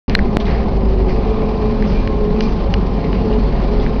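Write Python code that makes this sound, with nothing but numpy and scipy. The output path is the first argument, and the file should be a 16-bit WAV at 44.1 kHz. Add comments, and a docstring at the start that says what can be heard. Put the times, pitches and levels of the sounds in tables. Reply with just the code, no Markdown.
"""Metal clanks over a throbbing engine as the sound cuts in, on board a small narrow-gauge train.
One hard jolt overloads the microphone. Engine firings pulse, the gears whine and the car body
drones and rattles over the rumble and hiss of wheels on rails.
Loose fittings clank and scuff now and then."""
import sys
import numpy as np
from scipy import signal
from scipy.io import wavfile

SR = 44100
rng = np.random.default_rng(int(sys.argv[2]) if len(sys.argv) > 2 else 0)


def unload_wav(signal):
    """Save mono or channel-first audio to the path in sys.argv[1] as 16-bit WAV at rate SR, clipped to [-1, 1]."""
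    wavfile.write(
        sys.argv[1],
        SR,
        np.round(np.clip(np.atleast_2d(signal).T, -1, 1) * 32767).astype(np.int16),
    )


N = 176400
T = np.arange(N) / SR


def from_db(db):
    """Decibels to gain."""
    return np.exp(np.asarray(db) * np.log(10) / 20)


def unit_rms(x):
    """Scale to rms 1."""
    return x / np.sqrt(np.mean(x ** 2) + 1e-20)


def curves(rows):
    """Each column after t/s, interpolated to every sample."""
    t_s, *columns = np.transpose(rows)
    return [np.interp(T, t_s, column) for column in columns]


def drift(rate_hz):
    """Smooth random wander, rms about 1."""
    step, settle = 40, 2000
    r = np.exp(-2 * np.pi * rate_hz * step / SR)
    white = rng.standard_normal(N // step + settle + 2)
    slow = signal.lfilter([1], [1, -2 * r, r * r], white)[settle:]
    return np.interp(np.arange(N) / step, np.arange(len(slow)), unit_rms(slow))


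def resonate(x, hz, width_hz):
    """One resonance, peak gain 1."""
    r = np.exp(-np.pi * width_hz / SR)
    poles = [1, -2 * r * np.cos(2 * np.pi * hz / SR), r * r]
    return signal.lfilter(np.array([1, 0, -1]) * (1 - r * r) / 2, poles, x)


def resonate_twice(x, hz, width_hz):
    """Two equal resonances in series, rms 1."""
    return unit_rms(resonate(resonate(x, hz, width_hz), hz, width_hz))


def lowpass(x, hz, order):
    """Butterworth low-pass."""
    return signal.sosfilt(signal.butter(order, hz, fs=SR, output="sos"), x + 1e-18)


def banded_noise(spectrum, flicker_db, flicker_hz):
    """Log-spaced noise bands, each flickering on its own; rms 1."""
    hz, db = np.transpose(spectrum)
    edges_hz = np.geomspace(hz[0], hz[-1], 2 * len(hz))
    white, out = rng.standard_normal((2, N)), 0
    for k, (low, high) in enumerate(zip(edges_hz, edges_hz[1:])):
        band_db = np.interp(np.log(low * high) / 2, np.log(hz), db)
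        band = signal.sosfilt(signal.butter(3, [low, high], "band", fs=SR, output="sos"), white[k % 2])
        out += band * from_db(band_db + flicker_db * drift(flicker_hz))
    return unit_rms(out)


def tone(hz, db, waver_db, waver_hz, jitter_rad):
    """Sine wavering about an rms level, with phase jitter."""
    phase = 2 * np.pi * np.cumsum(hz * np.ones(N)) / SR + jitter_rad * drift(waver_hz)
    return np.sqrt(2) * from_db(db + waver_db * drift(waver_hz)) * np.sin(phase)


# Engine firings: t/s, firing rate/Hz, level/dB
FIRINGS = [(.1, 49, -19), (.42, 56, -28.5), (.53, 58, -18), (.66, 52, -22), (.75, 49, -17), (1.05, 48, -16),
           (1.3, 47, -21.5), (2.05, 47, -20), (2.4, 45.5, -25), (2.7, 48.5, -17), (3.0, 46.5, -21),
           (3.25, 48, -19), (3.62, 46.5, -22), (3.79, 46.4, -15), (4, 47, -22)]
# Engine orders: f/firing rate, relative level/dB
ENGINE_ORDERS = [(1, 1), (2, -12), (2.5, -27.5), (4, -14.5), (5, -24.5)]

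def engine():
    """Low orders of the firing rate, uneven from stroke to stroke."""
    firing_hz, db = curves(FIRINGS)
    return sum(tone(order * firing_hz, db + order_db, waver_db=2, waver_hz=15, jitter_rad=.25)
               for order, order_db in ENGINE_ORDERS)


# Main gear whine: t/s, f/Hz, level/dB
GEAR_WHINE = [(.9, 436, -40), (1.14, 433.7, -27), (1.45, 434.2, -24), (1.66, 427.6, -23),
              (1.82, 428, -23.5), (1.92, 431.8, -32), (2.1, 427.7, -30.5), (2.18, 420.4, -21.5),
              (2.28, 418.3, -19.5), (2.42, 430.4, -24.5), (2.6, 436, -37.5), (2.78, 431, -26.5),
              (2.92, 421, -33.5), (3.13, 437.8, -23), (3.2, 433.7, -36), (3.25, 432, -24.5),
              (3.36, 426, -17.5), (3.41, 422.5, -34.5), (3.62, 414.5, -31.5), (3.8, 419, -23.5),
              (3.89, 423, -36.5), (4, 427.5, -24.5)]
# Shaft running down: t/s, f/Hz, level/dB
SHAFT_WHINE = [(.1, 412, -48), (.35, 408, -26.5), (.6, 403, -31), (.78, 390, -32.5), (.9, 381, -23.5),
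               (1.06, 378, -25.5), (1.18, 368, -31), (1.4, 352, -38)]
# Thin upper whine: t/s, f/Hz, level/dB
THIN_WHINE = [(1.301, 1026, -60), (1.65, 1028, -39.5), (1.9, 1077, -49), (2.12, 1067, -36.5),
              (2.3, 1042, -39.5), (2.5, 1062, -45), (2.9, 1032, -42), (3.3, 1045, -46.5), (3.85, 1053, -42)]

def gears(tooth_rough_db=1.7, octave_db=-24):
    """A tooth-roughened whine swells with the load; a lower one sinks, a thin one hovers above."""
    hz, db = curves(GEAR_WHINE)
    main = tone(hz, db + tooth_rough_db * drift(55), waver_db=1.36, waver_hz=12, jitter_rad=.45)
    octave = tone(2 * hz, db + octave_db, waver_db=2.5, waver_hz=12, jitter_rad=.53)
    shaft = tone(*curves(SHAFT_WHINE), waver_db=2.5, waver_hz=25, jitter_rad=.35)
    thin = tone(*curves(THIN_WHINE), waver_db=2.5, waver_hz=22, jitter_rad=.5)
    return main + octave + shaft + thin


# Body resonances: f/Hz, stage width/Hz, level/dB
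BODY_MODES = [(192.7, 55, -28.5), (256.2, 42, -30.5), (376, 65, -31.5), (444.7, 60, -33.5),
              (542.6, 53, -34.5), (677, 120, -37), (805, 170, -35), (1034, 190, -39.5), (1208, 68, -48.5)]
# Rattle of the modes above rattle_from_hz: t/s, gain/dB
RATTLE_GAIN = [(.1, -1), (.5, 3.5), (.95, -2), (1.3, 3.5), (1.7, -1), (2.1, -3.5), (2.9, -.5), (4, -2)]
# Body drone: t/s, level/dB
BODY_DRONE = [(.25, -22), (.6, -31), (1.1, -32), (1.35, -25.5), (1.55, -25.5), (1.87, -19), (1.98, -28),
              (2.25, -24), (2.44, -21.5), (2.6, -29), (3.05, -32.5), (3.39, -18), (3.55, -33.5), (4, -29.5)]
# Deep frame shake: t/s, f/Hz, level/dB
FRAME_SHAKE = [(.1, 18.9, -21), (1.13, 18, -24), (1.55, 29, -31), (2.05, 29.4, -19.5), (2.35, 27.4, -23.5),
               (2.63, 23, -23.5), (2.96, 27.6, -28.5), (3.5, 25.2, -28), (4, 23.2, -16.5)]

def car_body(rattle_from_hz=600, drone_hz=216, wander_hz=6):
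    """The body drones and shakes; panels rattle in step with the firings and the four-stroke cycle."""
    firing_hz, _ = curves(FIRINGS)
    firing_rad = 2 * np.pi * np.cumsum(firing_hz) / SR
    throb = from_db(1.6 * np.cos(firing_rad) + 1.4 * np.cos(firing_rad / 4) + 1.2 * drift(37))
    rattle_db, = curves(RATTLE_GAIN)
    panels = 0
    for hz, width_hz, db in BODY_MODES:
        ringing = resonate_twice(throb * rng.standard_normal(N), hz, width_hz)
        panels += from_db(db + rattle_db * (hz > rattle_from_hz)) * ringing
    pitch_hz = drone_hz + wander_hz * drift(6)
    drone = tone(pitch_hz, *curves(BODY_DRONE), waver_db=2, waver_hz=18, jitter_rad=.65)
    shake = tone(*curves(FRAME_SHAKE), waver_db=4, waver_hz=7.8, jitter_rad=.24)
    return panels + drone + shake


# Rolling rumble: f/Hz, relative density/dB
RUMBLE_SPECTRUM = [(20, -2.5), (55, 6.5), (78, -2), (130, -3.5), (175, 1.5), (250, -8.5), (310, -10.5),
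                   (400, -10.5), (600, -15), (820, -19.5), (1100, -28.5), (1400, -41.5), (2000, -53.5)]
# Rolling hiss: f/Hz, relative density/dB
HISS_SPECTRUM = [(900, 9), (1500, 1.5), (2100, 1), (2800, -1), (3600, -6), (4500, -3), (5000, -8),
                 (5700, -17.5), (6500, -19.5)]
# Hiss envelope: t/s, level/dB
HISS_ENVELOPE = [(.1, -36), (.3, -40.5), (.6, -37.5), (.7, -39.5), (1.02, -40), (1.15, -38.5), (1.8, -38.5),
                 (1.95, -34.5), (2.1, -40.5), (2.35, -38.5), (2.45, -36.5), (2.6, -38.5), (3.1, -39),
                 (3.6, -37), (3.82, -36), (4, -39)]
# Wheel ringing: t/s, level/dB
RING_ENVELOPE = [(.9, -63.5), (1.28, -45.5), (1.45, -50.5), (1.65, -46), (1.82, -55), (1.96, -42.5),
                 (2.12, -54.5), (2.38, -59), (2.435, -39), (2.55, -56)]

def wheels(rumble_db=-20, ring_hz=2393):
    """Rumble, hiss and a faint ring of steel rolling on steel."""
    hiss_db, = curves(HISS_ENVELOPE)
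    ring_db, = curves(RING_ENVELOPE)
    rumble = from_db(rumble_db) * banded_noise(RUMBLE_SPECTRUM, flicker_db=1.5, flicker_hz=13)
    hiss_gain = from_db(hiss_db + 1.4 * drift(40))
    hiss = hiss_gain * banded_noise(HISS_SPECTRUM, flicker_db=1.24, flicker_hz=12)
    ring = from_db(ring_db) * unit_rms(resonate(rng.standard_normal(N), ring_hz, width_hz=30))
    return rumble + hiss + ring


# Knocks on fittings: t/s, then level/dB at each of the four KNOCK_BANDS_HZ
KNOCKS = [(.096, -16.5, -13.5, -18, -10), (0.1507, 5, -3, 2, -9.5), (0.1899, -4.5, -29, -25, -31),
          (1.8232, -13, -26, -28, -25), (2.0742, -14, -15, -23, -21), (2.4066, -14, -8.5, -16, -5.5),
          (2.7392, -11, -3, -19.5, -7), (3.046, -25, -26, -26, -28), (3.129, -19, -16, -30, -32),
          (3.328, -26, -15.5, -32, -33), (3.863, -14.5, -29, -38, -42)]
# Low, middle, high and top anchors of a knock's spectrum: f/Hz
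KNOCK_BANDS_HZ = [2200, 2760, 4170, 4450]
# Modes of the fittings: f/Hz, relative level/dB, t60/s
FITTING_MODES = [(1570, -5.5, 0.011), (1808, -2.5, 0.01), (2070, -3, 0.0081), (2390, -7, 0.011),
                 (2896, -7, 0.013), (3430, -13, 0.012), (4145, -5.5, 0.016), (4630, -11.5, 0.0068),
                 (4805, -9, 0.0085), (6140, -21.5, 0.0055)]

def clanks():
    """Short knocks ring loose metal fittings; each favours different modes."""
    t_s, *band_db = np.transpose(KNOCKS)
    out = np.zeros(N)
    for k, (hz, mode_db, t60_s) in enumerate(FITTING_MODES):
        knock_db = [mode_db + np.interp(hz, KNOCK_BANDS_HZ, row) for row in np.transpose(band_db)]
        impulses = np.zeros(N)
        impulses[(t_s * SR).astype(int)] = from_db(knock_db)
        r, w = from_db(-60 / (t60_s * SR)), 2 * np.pi * hz / SR
        ringing = signal.lfilter([0, np.sin(w)], [1, -2 * r * np.cos(w), r * r], impulses + 1e-18)
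        out += (-1) ** k * ringing
    return out


def jolt(at_s=.3695, push_db=-1.5, rise_s=.00086, pull_db=3, decay_s=.0014):
    """Pressure builds at the microphone, snaps to the other side and relaxes."""
    age_s = T - at_s
    push = from_db(push_db) * np.exp(-np.abs(age_s) / rise_s)
    pull = from_db(pull_db) * np.exp(-np.abs(age_s) / decay_s)
    return lowpass(np.where(age_s < 0, push, -pull), hz=2600, order=2)


# Sliding metal: t/s, level/dB, decay/s, f/Hz, stage width/Hz
SLIDES = [(.095, -33, 0.081, 1790, 1180), (.398, -25, 0.014, 2500, 3420), (.453, -30.5, 0.019, 3180, 2740),
          (.462, -30.5, 0.098, 1850, 1400), (1.085, -32, 0.034, 1950, 1000),
          (1.088, -39.5, 0.058, 4460, 2200), (1.839, -27, 0.0073, 1840, 1500),
          (1.865, -42.5, .1, 5100, 2185), (2.418, -34, 0.044, 4700, 2400), (3.042, -33, 0.018, 2095, 998),
          (3.13, -36, .05, 2300, 1004), (3.795, -37, 0.03, 3450, 1200)]

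def scuffs(attack_s=.0025, grain_db=2, top_hz=5200):
    """Metal slides in brief grainy bursts that die away."""
    out = np.zeros(N)
    grains = rng.standard_normal(N) * from_db(grain_db * drift(200))
    for t_s, db, decay_s, hz, width_hz in SLIDES:
        start = int(t_s * SR)
        age_s = T[:N - start][:SR]
        span = slice(start, start + len(age_s))
        envelope = (1 - np.exp(-age_s / attack_s)) * np.exp(-age_s / decay_s)
        out[span] += from_db(db) * envelope * resonate_twice(grains[span], hz, width_hz)
    return lowpass(out, top_hz, order=4)


def scene():
    """Everything on board, in mono."""
    return (engine() + gears() + car_body() + wheels() + clanks() + jolt() + scuffs())[None]


def record(dry):
    """Abrupt start, narrow-band microphone, limiter that ducks after peaks, clipping, low-pass."""
    start_s, fade_s = .08, .0013
    limit_db, release_db_per_s = -5.5, 255
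    fade_in = np.clip((T - start_s) / fade_s, 0, 1)
    mic = lowpass(dry * fade_in, hz=6300, order=16)
    over_db = np.maximum(20 * np.log10(np.abs(mic) + 1e-9) - limit_db, 0)
    release_db = release_db_per_s * T
    duck_db = np.maximum.accumulate(over_db + release_db, axis=1) - release_db
    limited = mic * from_db(-lowpass(duck_db, hz=55, order=1))
    return lowpass(np.clip(limited, -.95, .95), hz=16500, order=14)


dry = scene()
out = record(dry)
unload_wav(out)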